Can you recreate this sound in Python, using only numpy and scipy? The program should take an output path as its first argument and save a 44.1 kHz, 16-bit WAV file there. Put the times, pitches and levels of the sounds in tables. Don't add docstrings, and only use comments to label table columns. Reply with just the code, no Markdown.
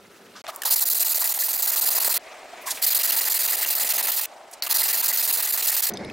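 import sys
import numpy as np
from scipy import signal
from scipy.fft import rfft, irfft, next_fast_len
from scipy.io import wavfile
from scipy.ndimage import uniform_filter1d

SR = 44100
rng = np.random.default_rng(int(sys.argv[2]) if len(sys.argv) > 2 else 0)


def ratio_of_db(decibels):
    return 10 ** (np.asarray(decibels, float) / 20)


def to_wav(sig):
    pcm = np.clip(np.atleast_2d(sig), -1, 1) * 32767
    pcm = np.round(pcm).astype(np.int16)
    wavfile.write(sys.argv[1], SR, pcm.T)


N = 270310

# [t/s, level/dB]
HUM_LEVELS = [
    [(0.0, -50.5), (0.418, -48)],
    [(0.44, -42), (0.55, -47), (1.66, -46.5), (1.99, -40), (2.17, -44.5), (2.55, -42.5), (2.99, -43.5),
     (4.03, -42), (4.39, -49), (4.65, -46.5), (4.85, -44), (5.9, -48)],
    [(5.898, -36.5), (6.088, -35.5), (6.129, -36)],
]
# [f/Hz, level per Hz/dB]
HUM_START = [(18, -65), (30, -41), (131, -26), (204, -12.5), (345, -15.5), (430, -13), (540, -14.5),
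             (1130, -24), (1350, -17), (1590, -22), (11400, -36.5), (16000, -40)]
HUM_FAST = [(20, -28), (155, -28), (280, -15), (515, -10), (680, -3), (920, -10.5), (1400, -14),
            (1860, -14.5), (2350, -16.5), (3100, -20.5), (8500, -27), (10500, -34), (16000, -39)]
HUM_END = [(30, -21), (110, -7), (215, -2), (450, -4), (700, -10), (1250, -19.5), (2150, -15), (2900, -32),
           (4500, -27), (4850, -32), (5100, -22), (5400, -30.5), (9000, -42), (16000, -62)]
# [f/Hz, level/dB]
MOTORS_START = [(101, -70), (195, -65), (220, -65), (328, -66), (394, -60), (1314, -68)]
MOTORS_END = [(101, -50), (205, -50), (265, -54), (377, -48), (533, -57), (711, -55)]

# [t/s, peak level/dB, start f/Hz, end f/Hz, time to fall 60 dB/s]
DRIPS = [
    (6.048, -34, 3400, 4700, 0.016),
    (6.049, -36, 9700, 10000, 0.009),
    (6.0995, -29, 2450, 2650, .02),
    (6.099, -35, 3000, 4000, .015),
]

# [t/s, level/dB, time to fall 60 dB/s, low f/Hz, high f/Hz]
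TAPS = [(.363, -38, .04, 3500, 5800), (.441, -50, .053, 500, 5000), (.4665, -29, .008, 1200, 4800),
        (0.548, -40, .012, 4000, 12000), (.5603, -25, 0.009, 8200, 15700),
        (.619, -21.5, 0.019, 2000, 15800), (.634, -23, 0.018, 1500, 15800), (.64, -32, .02, 3000, 15000),
        (2.706, -22, .012, 4000, 12000), (4.77, -15, .004, 5000, 15000), (2.843, -15, .004, 4000, 15000),
        (.718, -16, .004, 4000, 15000), (5.871, -21, .012, 4500, 9000), (4.6635, -26, .006, 4000, 13000),
        (4.634, -31, .06, 3900, 5200), (4.512, -43, .052, 7000, 15800), (4.6226, -21, 0.024, 1200, 15800),
        (5.921, -42, .015, 2300, 4800), (5.937, -42, 0.029, 4500, 12000), (5.953, -44, .06, 3200, 4300),
        (5.972, -43, .02, 3000, 12000), (6.098, -48, .03, 4000, 12000), (5.898, -40, .04, 3000, 12000),
        (6.049, -45, .05, 3400, 4800), (.657, -22, .03, 3500, 6500), (4.536, -35, .02, 5000, 10000)]
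# [t/s, level/dB, time to fall 60 dB/s, low f/Hz,
# high f/Hz]
RUBS = [(.345, -41, 0.16, 900, 1580), (.476, -33.5, .047, 634, 770), (0.479, -34, 0.062, 1050, 1350),
        (.35, -55, .08, 220, 320), (1.97, -60, .12, 65, 110), (2.04, -59, .15, 65, 130),
        (2.15, -60, .1, 100, 150), (0.498, -43.5, 0.8, 800, 1240), (0.51, -50, 0.52, 5000, 15800),
        (2.2, -49, 1.8, 2000, 2600), (2.52, -48, 1.9, 1950, 2600), (2.605, -47, 0.13, 8800, 15800),
        (2.659, -33.5, 0.18, 860, 1100), (2.664, -34, 0.18, 1590, 2120), (2.656, -27.5, 0.23, 3000, 15800),
        (2.696, -25.5, .1, 4000, 15800), (2.738, -34, 0.18, 2500, 15800), (4.262, -46, 1.6, 580, 950),
        (4.524, -38, 0.05, 4500, 11000)]
# [start t/s, end t/s, level/dB, low f/Hz, high f/Hz]
SWIPES = [
    (.352, .418, -48.5, 1500, 6500),
    (.474, .503, -39, 1800, 4800),
    (.477, .504, -42, 5000, 15800),
    (2.704, 2.719, -24.5, 3800, 11000),
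]
# [t/s, peak level/dB, f/Hz, time to fall 60 dB/s]
PINGS = [(.466, -35, 4200, .03), (.619, -27, 1800, .03), (.619, -29, 3050, 0.04), (0.635, -28, 1690, 0.026),
         (4.6228, -18, 4500, 0.054), (4.623, -22, 5340, .04), (.482, -33, 680, .06), (2.668, -33, 905, .07),
         (2.672, -35, 1075, .06), (5.937, -29, 6100, 0.058), (5.937, -36, 5000, .03),
         (5.972, -27, 5050, 0.034), (5.972, -31, 3580, 0.027)]
# [t/s, peak level/dB, ring f/Hz]
KNOCKS = [(0.676, -22, 1100), (0.711, -25, 3070), (1.029, -24, 2580), (1.13, -24, 2580), (1.18, -26, 700),
          (1.376, -24, 826), (1.424, -22, 1760), (1.483, -25, 910), (1.567, -36, 875), (1.761, -26, 1260),
          (1.846, -38, 850), (1.949, -25, 650), (2.079, -20, 630), (2.658, -28, 950), (2.901, -24, 2400),
          (3.02, -22, 2840), (3.103, -17, 2750), (3.242, -27, 2800), (3.648, -18, 2760), (4.626, -27, 2990),
          (4.67, -23.5, 1190), (4.698, -30, 765), (4.749, -26, 1970), (4.82, -16, 2040), (4.933, -26, 2300),
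          (5.115, -19, 1980), (5.211, -21.5, 2570), (5.306, -19, 2750), (5.464, -24, 1980),
          (5.766, -28, 1720)]

# [turn that starts it t/s, level/dB at the turn, early, in the middle, late]
FIRST_BOUT = [(0.649, -45, -21.5, -24.0, -24.5), (0.698, -38, -18.0, -18.0, -19.5),
              (0.755, -46, -20.0, -22.5, -21.5), (0.802, -38, -20.5, -19.5, -22.0),
              (0.849, -71, -22.5, -21.5, -21.5), (0.895, -41, -19.0, -20.5, -21.0),
              (0.943, -40, -20.5, -22.5, -22.0), (0.992, -38, -20.5, -19.0, -22.0),
              (1.043, -45, -22.5, -22.0, -22.5), (1.09, -34, -22.0, -20.5, -21.0),
              (1.141, -44, -21.0, -23.0, -22.5), (1.189, -37, -23.0, -21.5, -22.0),
              (1.238, -35, -21.5, -22.5, -23.0), (1.287, -33, -22.5, -24.0, -22.0),
              (1.335, -53, -26.0, -26.0, -27.5), (1.385, -45, -23.5, -22.0, -20.5),
              (1.433, -35, -21.0, -23.5, -24.5), (1.48, -37, -24.5, -23.0, -22.0),
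              (1.526, -41, -22.5, -23.5, -25.5), (1.573, -40, -26.5, -24.0, -23.0),
              (1.619, -39, -20.5, -22.5, -24.0), (1.668, -42, -22.5, -20.5, -21.0),
              (1.714, -42, -21.0, -24.5, -22.0), (1.757, -40, -20.5, -21.0, -21.0),
              (1.807, -48, -21.5, -22.0, -21.5), (1.853, -35, -20.0, -19.5, -18.5),
              (1.9, -44, -22.0, -22.0, -22.0), (1.947, -34, -20.5, -20.5, -21.5),
              (1.997, -46, -21.5, -22.5, -20.5), (2.042, -35, -20.0, -20.5, -21.5),
              (2.091, -40, -21.5, -21.5, -22.5), (2.137, -35, -21.0, -21.5, -22.0)]
SECOND_BOUT = [(2.772, -47, -41, -43, -43), (2.812, -56, -20.0, -19.0, -18.0),
               (2.861, -41, -18.5, -20.0, -21.0), (2.9, -36, -22.5, -22.0, -20.5),
               (2.943, -46, -18.0, -19.5, -22.5), (2.985, -40, -24.0, -22.5, -22.5),
               (3.028, -46, -20.0, -21.0, -21.0), (3.071, -37, -24.5, -22.0, -20.5),
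               (3.117, -44, -18.5, -24.0, -22.5), (3.16, -38, -22.0, -21.0, -21.0),
               (3.206, -38, -21.5, -24.0, -22.5), (3.248, -39, -23.0, -23.5, -22.0),
               (3.294, -41, -20.5, -22.5, -20.5), (3.338, -38, -22.0, -21.5, -23.0),
               (3.386, -42, -21.5, -23.0, -22.0), (3.429, -34, -21.5, -21.5, -20.5),
               (3.473, -44, -22.0, -24.5, -21.0), (3.517, -32, -22.5, -23.0, -24.0),
               (3.565, -45, -25.5, -25.5, -23.0), (3.607, -37, -22.5, -22.5, -25.0),
               (3.657, -46, -25.0, -26.5, -21.0), (3.699, -38, -21.0, -23.0, -24.0),
               (3.748, -40, -22.5, -25.5, -23.0), (3.794, -37, -21.5, -22.0, -22.0),
               (3.842, -37, -24.0, -26.0, -24.5), (3.886, -38, -20.5, -20.5, -23.5),
               (3.933, -48, -23.0, -25.0, -21.5), (3.975, -40, -24.0, -22.0, -24.5),
               (4.022, -56, -23.0, -24.0, -23.5), (4.067, -38, -24.0, -22.5, -23.0),
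               (4.114, -45, -21.5, -26.5, -24.5), (4.159, -38, -23.0, -21.5, -23.5),
               (4.207, -39, -24.5, -27.5, -28.0), (4.251, -34, -28, -28, -28)]
THIRD_BOUT = [(4.631, -36, -27, -30, -31), (4.662, -42, -29, -29, -29), (4.685, -56, -27.0, -19.5, -20.0),
              (4.738, -49, -21.0, -20.5, -19.0), (4.779, -39, -20.0, -21.0, -19.0),
              (4.828, -40, -20.5, -23.0, -23.0), (4.878, -33, -21.0, -21.5, -22.0),
              (4.925, -42, -21.5, -22.0, -22.5), (4.969, -36, -22.5, -23.5, -22.5),
              (5.021, -49, -24.5, -20.5, -22.5), (5.077, -40, -20.0, -20.5, -23.5),
              (5.123, -49, -22.5, -23.0, -23.0), (5.169, -38, -20.5, -22.0, -22.0),
              (5.222, -34, -21.5, -21.5, -23.5), (5.272, -38, -22.0, -21.0, -22.0),
              (5.322, -44, -20.5, -21.5, -22.5), (5.369, -35, -22.0, -23.5, -23.0),
              (5.42, -45, -22.5, -23.0, -23.0), (5.469, -40, -25.0, -24.5, -23.0),
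              (5.52, -46, -22.0, -23.0, -26.0), (5.571, -42, -21.5, -24.0, -23.5),
              (5.621, -42, -23.0, -24.5, -22.0), (5.666, -34, -19.5, -20.0, -21.5),
              (5.713, -37, -23.0, -24.5, -20.5), (5.762, -37, -20.5, -22.5, -22.5),
              (5.817, -71, -21.5, -20.5, -21.0), (5.863, -35, -20.5, -24.5, -23.5)]
BOUT_ENDS = [2.178, 4.259, 5.898]
# [t/s, level/dB]
PRESSURE = [
    [(0.648, 2), (0.72, -0.5), (0.82, -4.5), (1.1, -1), (1.3, -2), (1.6, -2.5), (1.85, 1), (2.178, 3)],
    [(2.772, 0), (2.812, -5), (2.826, -0.5), (3.2, 0), (3.8, -0.4), (4.05, 0.5), (4.259, -1.5)],
    [(4.63, -2.5), (4.7, -1.2), (4.8, 2.2), (4.9, 0.4), (5.5, -1.5), (5.75, 0.5), (5.898, -1)],
]
# [blade over hiss level/dB, upper body level/dB, lower body level/dB, extra on the pull/dB]
GRIPS = [(-12, -40.5, -43, 0.8), (-11, -38, -44, 2), (-11, -38.5, -43, 1.4)]
# [level/dB at the turn, early, in the middle, late]
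BITE_DB = (-1.5, 0.8, -0.3, 0.0)
# [f/Hz, level per Hz/dB]
HISS = [(3240, -51.5), (5500, -9.5), (7130, -4), (7860, -5), (9920, -3.5), (12500, 0), (14500, 4.2),
        (16500, -6.5)]
# [f/Hz, width/Hz, level/dB]
BLADE = [(4192, 450, 1), (4910, 440, 3), (3900, 580, -9.5)]
UPPER_BODY = [(1874, 425, 3), (2740, 530, 0.5), (1560, 540, -9), (3200, 880, 1)]
LOWER_BODY = [(700, 440, -3.5), (900, 318, 5), (449, 240, -7.5), (1200, 330, -1.5)]
# [start t/s, end t/s]
DROPOUTS = [
    (2.18, 2.194),
    (4.606, 4.621),
    (5.925, 5.934),
]

PICK_UP_S, STALL_S = 0.0046, 0.0058
PULL_STALL_S = 0.008
USUAL_STALL_DB = 14.0
DWELL_S_PER_DB = 0.00008
FIRST_FULL_S, FULL_DB = 0.007, -20.2
ROUNDING = 0.33
BLADE_FOLLOWS, LOWER_FOLLOWS = 0.45, 1.17
FREE_BLADE_DB, FREE_BLADE_S = 3.5, 0.2
EVEN_S, EVEN_SHARE = 0.025, 0.6
RUMBLE_DB, RUMBLE_HZ = -31.0, 190
TAP_RISE_S = 0.00095
RUB_RISE_S, RUB_RISE_SHARE = 0.011, 0.042
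SWIPE_RISE_S, SWIPE_T60_S = 0.004, 0.03


def rms_one(x):
    return x / np.sqrt(np.mean(x ** 2) + 1e-20)


def along(rows, column):
    rows = np.array(rows)
    return ratio_of_db(np.interp(np.arange(N) / SR, rows[:, 0], rows[:, column], left=-200, right=-200))


def drift(rate):
    r = np.exp(-20 * np.pi * rate / SR)
    chance = rng.standard_normal(N // 10 + 4002)
    slow = signal.lfilter([1], [1, -2 * r, r * r], chance)[4000:]
    return np.interp(np.arange(N) / 10, np.arange(len(slow)), rms_one(slow))


def pair(draw, side_db):
    unlike = signal.lfilter([1, -1], [1, -.93], draw())
    return draw() + ratio_of_db(side_db) * unlike * np.array([[1], [-1]])


def colour(x, spectrum):
    hz, db = np.transpose(spectrum)
    size = next_fast_len(N)
    bins = np.maximum(np.arange(size // 2 + 1) * SR / size, 1)
    gain = ratio_of_db(np.interp(np.log(bins), np.log(hz), db))
    return rms_one(irfft(rfft(x, size) * gain, size)[..., :N])


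def band_pass(x, low_hz, high_hz):
    return rms_one(signal.sosfilt(signal.butter(2, [low_hz, high_hz], "band", fs=SR, output="sos"), x))


def patchy(x, patchy_db):
    cells = signal.stft(x, nperseg=512)[2]
    chance = rng.standard_normal(cells.shape[1:])
    fine = rms_one(uniform_filter1d(uniform_filter1d(chance, size=2, axis=0), size=3, axis=1))
    broad = rms_one(uniform_filter1d(uniform_filter1d(chance, size=20, axis=0), size=2, axis=1))
    return signal.istft(cells * ratio_of_db(patchy_db * fine + 1.1 * broad), nperseg=512)[1][..., :N]


def evened(x):
    power = uniform_filter1d((x ** 2).mean(axis=0), size=int(EVEN_S * SR))
    return rms_one(x / (power + 1e-9) ** (EVEN_SHARE / 2))


def resonate(x, modes, flicker_db):
    out = 0
    for k, (hz, width, db) in enumerate(modes):
        r = np.exp(-np.pi * width * 1.5 / SR)
        section = [1, 0, -1, 1, -2 * r * np.cos(2 * np.pi * hz / SR), r * r]
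        ring = rms_one(signal.sosfilt([section, section], x))
        out = out + (-1) ** k * ratio_of_db(db + flicker_db * drift(38)) * ring
    return rms_one(out)


def motors(lines):
    t = np.arange(N) / SR
    return sum(ratio_of_db(db + 1.8 * drift(9.2)) * np.sin(2 * np.pi * hz * t) for hz, db in lines)


def workshop():
    air = 0
    for level, spectrum in zip(HUM_LEVELS, (HUM_START, HUM_FAST, HUM_END)):
        noise = pair(lambda: rng.standard_normal(N), side_db=-11.5)
        tone = rms_one(patchy(colour(noise, spectrum), patchy_db=1.5))
        air = air + along(level, 1) * ratio_of_db(0.3 + 1.1 * drift(26)) * tone
    t = np.arange(N) / SR
    start = motors(MOTORS_START) * (t < HUM_LEVELS[0][-1][0])
    end = motors(MOTORS_END) * (t > BOUT_ENDS[-1])
    return air + start + end


def drips():
    out, t = np.zeros(N), np.arange(1200) / SR
    for s, db, start_hz, end_hz, t60 in DRIPS:
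        hz = end_hz + (start_hz - end_hz) * np.exp(-t / .003)
        out[round(s * SR):][:len(t)] += ratio_of_db(db - 60 * t / t60) * np.sin(2 * np.pi * np.cumsum(hz) / SR)
    return out


def touches():
    out, t = np.zeros((2, N + 16000)), np.arange(16000) / SR
    rows = [(TAP_RISE_S, TAP_RISE_S, *row) for row in TAPS]
    for row in RUBS:
        rise = RUB_RISE_S + RUB_RISE_SHARE * row[2]
        rows.append((rise, rise, *row))
    for s, end, db, low_hz, high_hz in SWIPES:
        rows.append((SWIPE_RISE_S, end - s, s, db, SWIPE_T60_S, low_hz, high_hz))
    for rise, held, s, db, t60, low_hz, high_hz in rows:
        noise = pair(lambda: rng.standard_normal(len(t)), side_db=-19.0)
        shape = np.minimum(t / rise, 1) * ratio_of_db(-60 * np.maximum(t - held, 0) / t60)
        first = round(s * SR)
        out[:, first:first + len(t)] += ratio_of_db(db) * shape * band_pass(noise, low_hz, high_hz)
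    t = np.arange(N) / SR
    return out[:, :N] * ((t < HUM_LEVELS[0][-1][0]) | (t > HUM_LEVELS[1][0][0]))


def pings():
    out, t = np.zeros(N), np.arange(3000) / SR
    for s, db, hz, t60 in PINGS:
        apart = rng.standard_normal(3)
        ragged = rms_one(uniform_filter1d(rng.standard_normal(len(t)), size=90))
        neighbours = np.sin(2 * np.pi * hz * np.outer(1 + 0.05 * apart, t)).sum(axis=0)
        cluster = np.sin(2 * np.pi * hz * t) + 0.45 * neighbours
        fall = ratio_of_db(-60 * t / t60 + 4.0 * np.exp(-t / 0.0025) + 2.5 * ragged)
        out[round(s * SR):][:len(t)] += ratio_of_db(db - 6.0) * fall * (1 - np.exp(-t / 0.0003)) * cluster
    return out


def knocks():
    out, t = np.zeros(N), np.arange(2000) / SR
    for s, db, hz in KNOCKS:
        shape = (1 - np.exp(-t / 0.00064)) * ratio_of_db(-60 * t / 0.032)
        beside = 0.55 * np.sin(2 * np.pi * hz * (1 + 0.11 * rng.choice([-1, 1])) * t)
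        out[round(s * SR):][:len(t)] += ratio_of_db(db - 4.0) * shape * (np.sin(2 * np.pi * hz * t) + beside)
    return out


def grit(per_s=16000, spread_db=2.4):
    sizes = ratio_of_db(spread_db * np.minimum(rng.exponential(1, N), 4)) * rng.choice([-1, 1], N)
    clicks = sizes * (rng.random(N) < per_s / SR)
    return rms_one(clicks) + 0.67 * rng.standard_normal(N)


def strokes():
    speed = share = upper = lower = 0
    t = np.arange(N) / SR
    bouts = (FIRST_BOUT, SECOND_BOUT, THIRD_BOUT)
    for bout, lift, pressure, grip in zip(bouts, BOUT_ENDS, PRESSURE, GRIPS):
        blade_db, upper_db, lower_db, pull_db = grip
        turn, db = np.array(bout)[:, 0], np.array(bout)[:, 1:]
        after = np.append(turn[1:], lift)
        middle = (turn + after) / 2
        pulling = (len(turn) - np.arange(len(turn))) % 2

        slowing = np.where(pulling, PULL_STALL_S, STALL_S)
        dwell = DWELL_S_PER_DB * (db[:, 1] - db[:, 0] - USUAL_STALL_DB)
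        times = [PICK_UP_S + dwell, slowing + np.append(dwell[1:], 0)]
        rise, fall = np.clip(times, .001, (after - turn) / 3)
        rise[np.argmax(db[:, 2] > FULL_DB)] += FIRST_FULL_S

        points = np.append(np.transpose([turn, turn + rise, middle, after - fall]).ravel(), lift)
        gains = ratio_of_db(ROUNDING * np.append(db + BITE_DB, db[-1, -1]))
        speed = speed + np.interp(t, points, gains, left=0, right=0) ** (1 / ROUNDING)

        load = along(pressure, 1) * ratio_of_db(pull_db * np.interp(t, middle, pulling))
        free = ratio_of_db(FREE_BLADE_DB * np.exp(-np.maximum(t - turn[0], 0) / FREE_BLADE_S))
        share = share + ratio_of_db(blade_db) * free * load ** BLADE_FOLLOWS * (load > 1e-6)
        upper = upper + ratio_of_db(upper_db) * load
        lower = lower + ratio_of_db(lower_db) * load ** LOWER_FOLLOWS
    return speed, share, upper, lower


def scrape():
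    speed, share, upper_load, lower_load = strokes()
    chatter = ratio_of_db(1.27 * drift(150))
    common = chatter * grit()
    unlike = chatter * grit() * np.array([[1], [-1]])
    bright, dull = common + ratio_of_db(-17) * unlike, common + ratio_of_db(-21) * unlike

    hiss = ratio_of_db(0.7) * speed * evened(patchy(colour(bright, HISS), patchy_db=2.9))
    blade = speed * share * evened(patchy(resonate(dull, BLADE, 0.92), patchy_db=1.0))

    steady = np.minimum(speed / (uniform_filter1d(speed, size=4000) + 1e-6), 1.4)
    upper = upper_load * steady ** 0.25 * resonate(dull, UPPER_BODY, 3.45)
    lower = uniform_filter1d(lower_load, size=300) * steady ** 0.55 * resonate(dull, LOWER_BODY, 3.35)

    rumble = band_pass(common[None], 50, RUMBLE_HZ)
    bench = ratio_of_db(RUMBLE_DB + 2.5 * drift(9)) * uniform_filter1d(lower_load, size=1500) * rumble
    return hiss + blade + ratio_of_db(0.1) * upper + ratio_of_db(-1.0) * lower + bench


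def scene():
    return workshop() + drips() + touches() + pings() + knocks() + scrape()


def starve_side(x, margin_db, loud_db):
    mid, side = (x[0] + x[1]) / 2, (x[0] - x[1]) / 2
    cells = signal.stft([mid, side], nperseg=2048)[2][:, :1024]
    power = (abs(cells) ** 2).reshape(2, 32, 32, -1).mean(axis=2)
    whole = power[0].mean(axis=0)
    luck = 2.5 * rng.standard_normal(power[1].shape) + 3.4 * rng.standard_normal(len(whole))
    faint = power[1] * ratio_of_db(2 * luck) < whole * ratio_of_db(2 * margin_db)
    weak = faint & (whole > ratio_of_db(2 * loud_db))
    kept = cells[1] * np.repeat(~weak, 32, axis=0)
    side = signal.istft(np.vstack([kept, kept[-1:]]), nperseg=2048)[1][:N]
    return np.array([mid + side, mid - side])


def roll_off(x):
    return signal.sosfilt(signal.butter(12, 16940, fs=SR, output="sos"), x)


def record(dry):
    treble = signal.sosfilt(signal.butter(2, 4000, "high", fs=SR, output="sos"), dry)
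    tilted = dry + .125 * treble * np.array([[-1], [1]])
    dull = signal.sosfiltfilt(signal.butter(6, 4200, fs=SR, output="sos"), tilted)
    lost = sum((np.arange(N) > a * SR) & (np.arange(N) < b * SR) for a, b in DROPOUTS)
    lost = uniform_filter1d(1. * lost, size=60)
    top_cut = signal.ellip(12, .5, 65, 15870, fs=SR, output="sos")
    cut = signal.sosfilt(top_cut, tilted + lost * (dull - tilted))
    mix = starve_side(cut, margin_db=-18, loud_db=-63.0)
    return roll_off(mix)


dry = scene()
out = record(dry)
to_wav(out)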